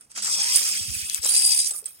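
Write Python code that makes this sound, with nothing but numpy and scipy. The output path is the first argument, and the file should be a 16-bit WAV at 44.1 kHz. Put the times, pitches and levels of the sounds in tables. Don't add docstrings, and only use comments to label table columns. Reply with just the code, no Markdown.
import sys
import numpy as np
from scipy import signal
from scipy.fft import rfft, irfft
from scipy.io import wavfile
from scipy.ndimage import uniform_filter1d, map_coordinates

SR = 44100
rng = np.random.default_rng(int(sys.argv[2]) if len(sys.argv) > 2 else 0)


def dump_mix(stems):
    frames = np.atleast_2d(stems).T
    limited = np.clip(frames, -1, 1)
    pcm = np.round(limited * 32767).astype(np.int16)
    wavfile.write(sys.argv[1], SR, pcm)


N = 88200
T = np.arange(N) / SR

# (time [s], level before the common gain, pan and throb [dB])
RATTLE = [(0, -70.5), (.015, -52), (.09, -75), (.105, -51.5), (.14, -62), (.165, -40.5), (.19, -42.5),
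          (.215, -47.5), (.23, -38), (.42, -33.5), (.47, -31), (.53, -24.5), (.56, -23.5), (.62, -30.5),
          (.85, -37.5), (1.01, -36), (1.1, -39), (1.17, -33), (1.195, -41.5), (1.216, -49), (1.226, -34.5),
          (1.26, -26.5), (1.52, -22), (1.6, -27), (1.69, -30.5), (1.73, -38.5), (1.79, -44), (1.835, -55.5),
          (1.87, -45), (1.93, -57), (2, -59)]
# (time [s], 4-7 kHz [dB], 2-4 kHz [dB], under 2 kHz [dB],
# over 11 kHz [dB], left minus right before the port offset [dB])
COLOUR = [(0, -9.5, -20, -16, -26, -1), (.14, -0.5, -9.5, -10.5, -38, -6.5), (.18, 5, -5, -8, -12, -5),
          (.4, 6, -8.5, -16, -10, -3), (.52, -3.5, -9.5, -29, -11.5, -3.5), (.58, 0, -12, -21, -7, -5),
          (.72, 2, -6.5, -17.5, -6.5, -4.5), (1.0, -2, -7, -28, -7, -5.5),
          (1.15, -5.5, -7, -23, -7.5, -0.5), (1.25, -2, -14, -17.5, -7.5, -0.5),
          (1.35, -5, -16.5, -34, -13.5, -3.5), (1.5, -7.5, -18, -46.5, -12.5, 0.5),
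          (1.66, -2, -17, -37.5, -13.5, -2), (1.76, -9, -25, -17, -1.5, -1), (2, -10, -9, -14, 2, -0.5)]
BAND_CENTRES_HZ = [8800, 5300, 3000, 1350, 13500]
THROB_SHARES = [1, .5, .4, .4, .3]
# (frequency [Hz], gain [dB])
SHELL = [(250, -28), (500, -20.5), (900, -21), (1400, -17), (2200, -13.5), (3300, -16.5), (4200, -18.5),
         (4700, -8), (6850, -8.5), (9400, -1.5), (11500, 0), (16000, -1.5)]
# (frequency [Hz], width [Hz], backing level [dB],
# forward level [dB], left minus right [dB])
SHELL_MODES = [(1289, 267, 3.5, -2.5, 1.5), (2556, 93, -0.5, -1.5, -6), (3307, 63, 1, -1.5, 11.5),
               (3876, 122, -8, 5.5, -5.5), (5420, 155, -5.5, -2, 2.5), (7497, 25, 0, -2, 22.5),
               (8050, 48, -2.5, -4, 32.5), (8414, 133, 2.5, 11.5, 9.5), (8814, 176, 7, 10.5, -8),
               (9300, 154, 0.5, -32, -23), (9360, 560, -44, 14, -8.5)]
# (turns per mesh cycle [1], throb [dB])
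GEARS = [(1 / 68, 2.5), (1 / 121.5, 1.8)]
# (frequency [Hz], gain [dB])
AIR = [(20, -39), (50, 6), (200, 2.5), (1400, -9), (2500, -10.5), (5000, -23), (9000, -7), (16000, -18)]
# (time [s], hum level [dB], rumble level [dB])
ROLL = [(.1, -78.5, -88), (.25, -60, -81), (.4, -56.5, -61.5), (.5, -66, -69), (.65, -66, -78),
        (.76, -59.5, -66), (1.1, -67.5, -62.5), (1.3, -87, -94)]
# (time [s], level [dB], ring pitch [Hz], left minus right [dB], rise [s],
# time to fall 60 dB [s], share of broad crack [1])
CLACKS = [(.009, -31, 9100, -8, 0.00062, 0.014, 0.047), (0.114, -35.5, 8500, -1, 0.0027, 0.013, 0.35),
          (0.16, -31, 7250, 2, .001, 0.032, 0.29), (0.171, -25.5, 7200, 0, 0.005, 0.073, 0.29),
          (0.221, -18.5, 8000, -2, 0.0048, 0.026, 0.15), (0.2447, -13.5, 8130, 3, 0.0016, 0.022, 0.059),
          (0.267, -18, 7300, -1, 0.0042, 0.049, .15), (0.295, -22, 9000, 0, .002, .025, 0.18),
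          (.557, 0, 9300, -7, 0.0015, 0.034, 0.042), (0.569, -9, 9300, 2, 0.001, 0.021, 0.2),
          (1.097, -15, 8350, 8, 0.0015, 0.0085, 0.63), (1.1456, -7, 8000, 10.5, 0.00029, 0.0092, 0.2),
          (1.245, -12, 7290, 3, 0.0042, 0.004, 0.11), (1.352, -10, 9600, 13.5, 0.00067, 0.029, 0.23),
          (1.7038, -15, 8050, -1, 0.0066, 0.056, 0.087), (1.78, -24.5, 8260, -14, 0.0014, 0.024, 0.055),
          (1.842, -38, 8200, 9, 0.00046, 0.013, 0.6), (1.857, -17, 8450, -11, 0.0011, 0.039, 0.017),
          (1.887, -34, 8500, -9, 0.0022, 0.086, 0.029)]
# (time [s], mesh pitch [Hz], mesh whine level [dB], low whine level [dB])
WHINE = [(.16, 3004, -110, -110), (.24, 4400, -80, -55), (.27, 4913, -80, -45), (.31, 5490, -70, -47.5),
         (.37, 4220, -82, -67), (.41, 4500, -75, -47.5), (.5, 5330, -65, -43), (.535, 5750, -65, -42),
         (.58, 5907, -110, -88), (1.27, 4506, -62, -81), (1.305, 4600, -29, -50), (1.35, 4766, -28, -51),
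         (1.535, 4830, -25, -50), (1.555, 4810, -38, -46), (1.61, 4980, -26, -67),
         (1.68, 5190, -65.5, -100)]
# (time [s], level [dB], pitch [Hz], share of ring [1])
KNOCKS = [(.17, -33.5, 1160, 0.22), (.377, -36, 730, 0.74), (.45, -36.5, 1010, 0.13),
          (0.608, -32.5, 413, 0.18), (1.232, -35, 503, .2), (1.25, -24, 511.6, 0.36),
          (1.334, -30.5, 574, 0.053), (1.705, -36, 790, 0.097), (1.74, -40, 1225, 0.9),
          (1.821, -48.5, 485.4, 1.9)]
# (time [s], centre [Hz], level [dB])
WHIRR = [(.2, 5000, -90), (.31, 5150, -34), (.375, 5420, -26), (.415, 5250, -27), (.455, 5400, -37),
         (.5, 5350, -28), (.56, 4700, -27), (.7, 5000, -90)]
# (time [s], peak level [dB], starting pitch [Hz], length unit [s])
PUFFS = [(0.807, -34.5, 96, 0.035), (0.879, -31, 119, 0.033), (0.895, -30.5, 75, 0.042),
         (0.961, -33, 92, 0.023), (1.025, -36.5, 78, 0.034), (1.191, -36.5, 80.6, 0.024)]

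REVERSES_S = 1.21
LEFT_LAG_S = 0.0002936
TEETH_PER_S, TOOTH_SCATTER_DB = 1900, 1.5
TOOTH_POWER_DECAY_S, HISS = .0007, 1.1
SHARED = 0.51
MODE_WANDER, MODE_WANDER_PER_S = .015, 12
MODE_FLICKER_DB = 3.5
ROUGH_DB, OWN_FLICKER_DB = .8, 1.2
RATTLE_GAIN_DB = 3
LEFT_PORT_DB = 3
AIR_DB = -67.5
HUM_HZ, HUM_WIDTH_HZ, RUMBLE_HZ = 206.4, 18, 132
CLACK_RING_WIDTH_HZ, CLACK_TAIL_DB, CLACK_TAIL_S = 150, -41, .12
CRACK_HZ, CRACK_WIDTH_HZ = 6000., 6000.
WHINE_JITTER, WHINE_FLUTTER_DB = .002, 2.
WHINE_THROB = .8
LOW_WHINE_RATIO, LOW_OVERTONE_DB = .1875, 7
LOW_BLUR_BACKING, LOW_BLUR_FORWARD = 1., .7
LOW_FLICKER_BACKING_DB, LOW_FLICKER_FORWARD_DB = 3.5, 1
KNOCK_T60_S, KNOCK_FLOOR_HZ = .07, 260
WHIRR_GRAIN_PER_S = 350
PUFF_LEFT_DB, PUFF_GRIT = -45, 0.098
TOP_HZ = 15900


def undb(db):
    return 10 ** (np.asarray(db, float) / 20)


def col(table, count):
    a = np.array(table, float)
    return np.interp(T, a[:, 0], a[:, count])


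def on_log(table, hz):
    a = np.array(table, float)
    return np.interp(np.log(np.maximum(hz, 1)), np.log(a[:, 0]), a[:, 1])


def unit(x):
    return x / np.sqrt(np.mean(x ** 2))


def ring(x, hz, width_hz):
    return signal.lfilter(*signal.iirpeak(hz, hz / width_hz, fs=SR), x)


def walk(rate):
    k = int(SR / rate)
    steps = np.repeat(rng.standard_normal(N // k + 1), k)
    return unit(uniform_filter1d(uniform_filter1d(steps, k), k)[:N])


def ports(x, pan_db):
    late = map_coordinates(x, [(T - LEFT_LAG_S) * SR], mode="nearest")
    return np.array([late * undb(pan_db / 2), x * undb(-pan_db / 2)])


def split_db(pan_db):
    return np.array([[.5], [-.5]]) * pan_db


def gear_throb(mesh):
    return sum(db * np.cos(turns * mesh) for turns, db in GEARS)


def teeth():
    size = undb(TOOTH_SCATTER_DB * rng.exponential(size=N))
    hit = (rng.random(N) < TEETH_PER_S / SR) * size
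    fade = np.exp(-1 / (TOOTH_POWER_DECAY_S * SR))
    power = unit(signal.lfilter([1], [1, -fade], hit ** 2))
    scrapes = power ** .5 * rng.standard_normal(N)
    return unit(scrapes + HISS * rng.standard_normal(N))


def shell(x):
    f = np.fft.rfftfreq(N, 1 / SR)
    modes = x * undb(-5.0)
    for hz, width, back_db, forward_db, pan_db in SHELL_MODES:
        gain = undb(np.where(T < REVERSES_S, back_db, forward_db) + split_db(pan_db))
        wander_hz = MODE_WANDER * hz * walk(MODE_WANDER_PER_S)
        shift = np.exp(2j * np.pi * np.cumsum(wander_hz) / SR)
        tone = np.real(signal.hilbert(ring(x, hz, width)) * shift)
        modes = modes + gain * undb(MODE_FLICKER_DB * walk(30.16)) * tone
    return rfft(modes) * undb(on_log(SHELL, f)), f


def rattle(mesh):
    common = ports(teeth(), 0)
    separate = np.array([teeth(), teeth()])
    x = np.sqrt(SHARED) * common + np.sqrt(1 - SHARED) * separate
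    throb = gear_throb(mesh) * np.where(T < REVERSES_S, .4, 1)
    throb = throb + ROUGH_DB * (walk(41.4) + walk(150))
    spectrum, f = shell(x)
    order, out = np.argsort(BAND_CENTRES_HZ), 0
    for k in range(5):
        weight = np.interp(np.log(f + 1), np.log(np.sort(BAND_CENTRES_HZ)), order == k)
        band = irfft(spectrum * weight, N)
        band = band / np.sqrt(uniform_filter1d(np.mean(band ** 2, axis=0), SR // 8))
        db = col(RATTLE, count=1) + (col(COLOUR, count=k) if k else 0)
        flicker = THROB_SHARES[k] * throb + OWN_FLICKER_DB * walk(30.49)
        out = out + band * undb(db + flicker + RATTLE_GAIN_DB)
    return out * undb(split_db(col(COLOUR, count=5) + LEFT_PORT_DB))


def air():
    f = np.fft.rfftfreq(N, 1 / SR)
    n = rng.standard_normal((3, N))
    x = irfft(rfft(n[:2] + 1.9 * n[2]) * undb(on_log(AIR, f)), N)
    return unit(x) * undb(AIR_DB + 0.4 * walk(7.6))


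def roll():
    n = rng.standard_normal((2, N))
    hum = unit(ring(ring(n[0], HUM_HZ, HUM_WIDTH_HZ), HUM_HZ, HUM_WIDTH_HZ))
    rumble = unit(ring(ring(n[1], RUMBLE_HZ, RUMBLE_HZ), RUMBLE_HZ, RUMBLE_HZ))
    return ports(hum * undb(col(ROLL, count=1)) + rumble * undb(col(ROLL, count=2)), 0)


def clacks():
    out, t = np.zeros((2, N + SR)), np.arange(SR // 5) / SR
    for s, db, hz, pan_db, rise, t60, share in CLACKS:
        n = rng.standard_normal((2, len(t)))
        fall = undb(-60 * np.maximum(t - rise, 0) / t60)
        tail = undb(CLACK_TAIL_DB - 60 * t / CLACK_TAIL_S)
        envelope = np.minimum(t / rise, 1) * (fall + tail)
        crack = unit(ring(ring(n, CRACK_HZ, CRACK_WIDTH_HZ), CRACK_HZ, CRACK_WIDTH_HZ))
        body = share * crack + .5 * unit(ring(n, hz, CLACK_RING_WIDTH_HZ))
        i = int(s * SR)
        out[:, i:i + len(t)] += body * envelope * undb(db + split_db(pan_db))
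    return out[:, :N]


def whine(mesh):
    backing = T < REVERSES_S
    high_db = col(WHINE, count=2) + WHINE_FLUTTER_DB * walk(89.6) + WHINE_THROB * gear_throb(mesh)
    high = np.sin(mesh + 0.13 * walk(900)) * undb(high_db)
    turn = LOW_WHINE_RATIO * mesh + np.where(backing, LOW_BLUR_BACKING, LOW_BLUR_FORWARD) * walk(200)
    low = np.sin(turn) + undb(LOW_OVERTONE_DB) * backing * np.sin(2 * turn)
    flicker = np.where(backing, LOW_FLICKER_BACKING_DB, LOW_FLICKER_FORWARD_DB) * walk(38.6)
    low = low * undb(col(WHINE, count=3) + flicker)
    return ports(high, 11.8) + ports(low, 0)


def knocks():
    out, t = np.zeros(N + SR), np.arange(SR // 5) / SR
    for s, db, hz, share in KNOCKS:
        n = rng.standard_normal(len(t))
        thud = unit(ring(ring(n, 620.0, 1500.0), 620.0, 1500.0))
        body = share * unit(ring(ring(n, hz, 83.0), hz, 65.0)) + 0.6 * thud
        i = int(s * SR)
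        out[i:i + len(t)] += body * np.minimum(t / 0.0088, 1) * undb(db - 60 * t / KNOCK_T60_S)
    out = signal.sosfilt(signal.butter(2, KNOCK_FLOOR_HZ, "high", fs=SR, output="sos"), out[:N])
    return (ports(out, 0) + out) / 2


def whirr():
    tone = np.sin(2 * np.pi * np.cumsum(col(WHIRR, count=1)) / SR) * walk(WHIRR_GRAIN_PER_S)
    return ports(tone * undb(col(WHIRR, count=2)), 5.6)


def puffs():
    out, grit = 0, unit(ring(ring(rng.standard_normal(N), 195.0, 100.0), 195.0, 100.0))
    for s, db, hz, length in PUFFS:
        u = np.clip((T - s) / length, 0, 4)
        wave = np.sin(2 * np.pi * hz * length * u * (1 - 0.054 * u)) + PUFF_GRIT * grit
        envelope = 11.5 * u ** 1.02 * np.exp(-u * 4.0) * (u < 4)
        out = out + undb(db) * envelope * wave
    return out * undb([[PUFF_LEFT_DB], [0]])


def scene():
    mesh_hz = col(WHINE, count=1) * (1 + WHINE_JITTER * walk(60))
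    mesh = 2 * np.pi * np.cumsum(mesh_hz) / SR
    truck = rattle(mesh) + roll() + clacks() + whine(mesh) + knocks() + whirr()
    return truck + air() + puffs()


def record(dry):
    return signal.sosfilt(signal.ellip(10, .2, 80, TOP_HZ, fs=SR, output="sos"), np.tanh(dry))


dry = scene()
out = record(dry)
dump_mix(out)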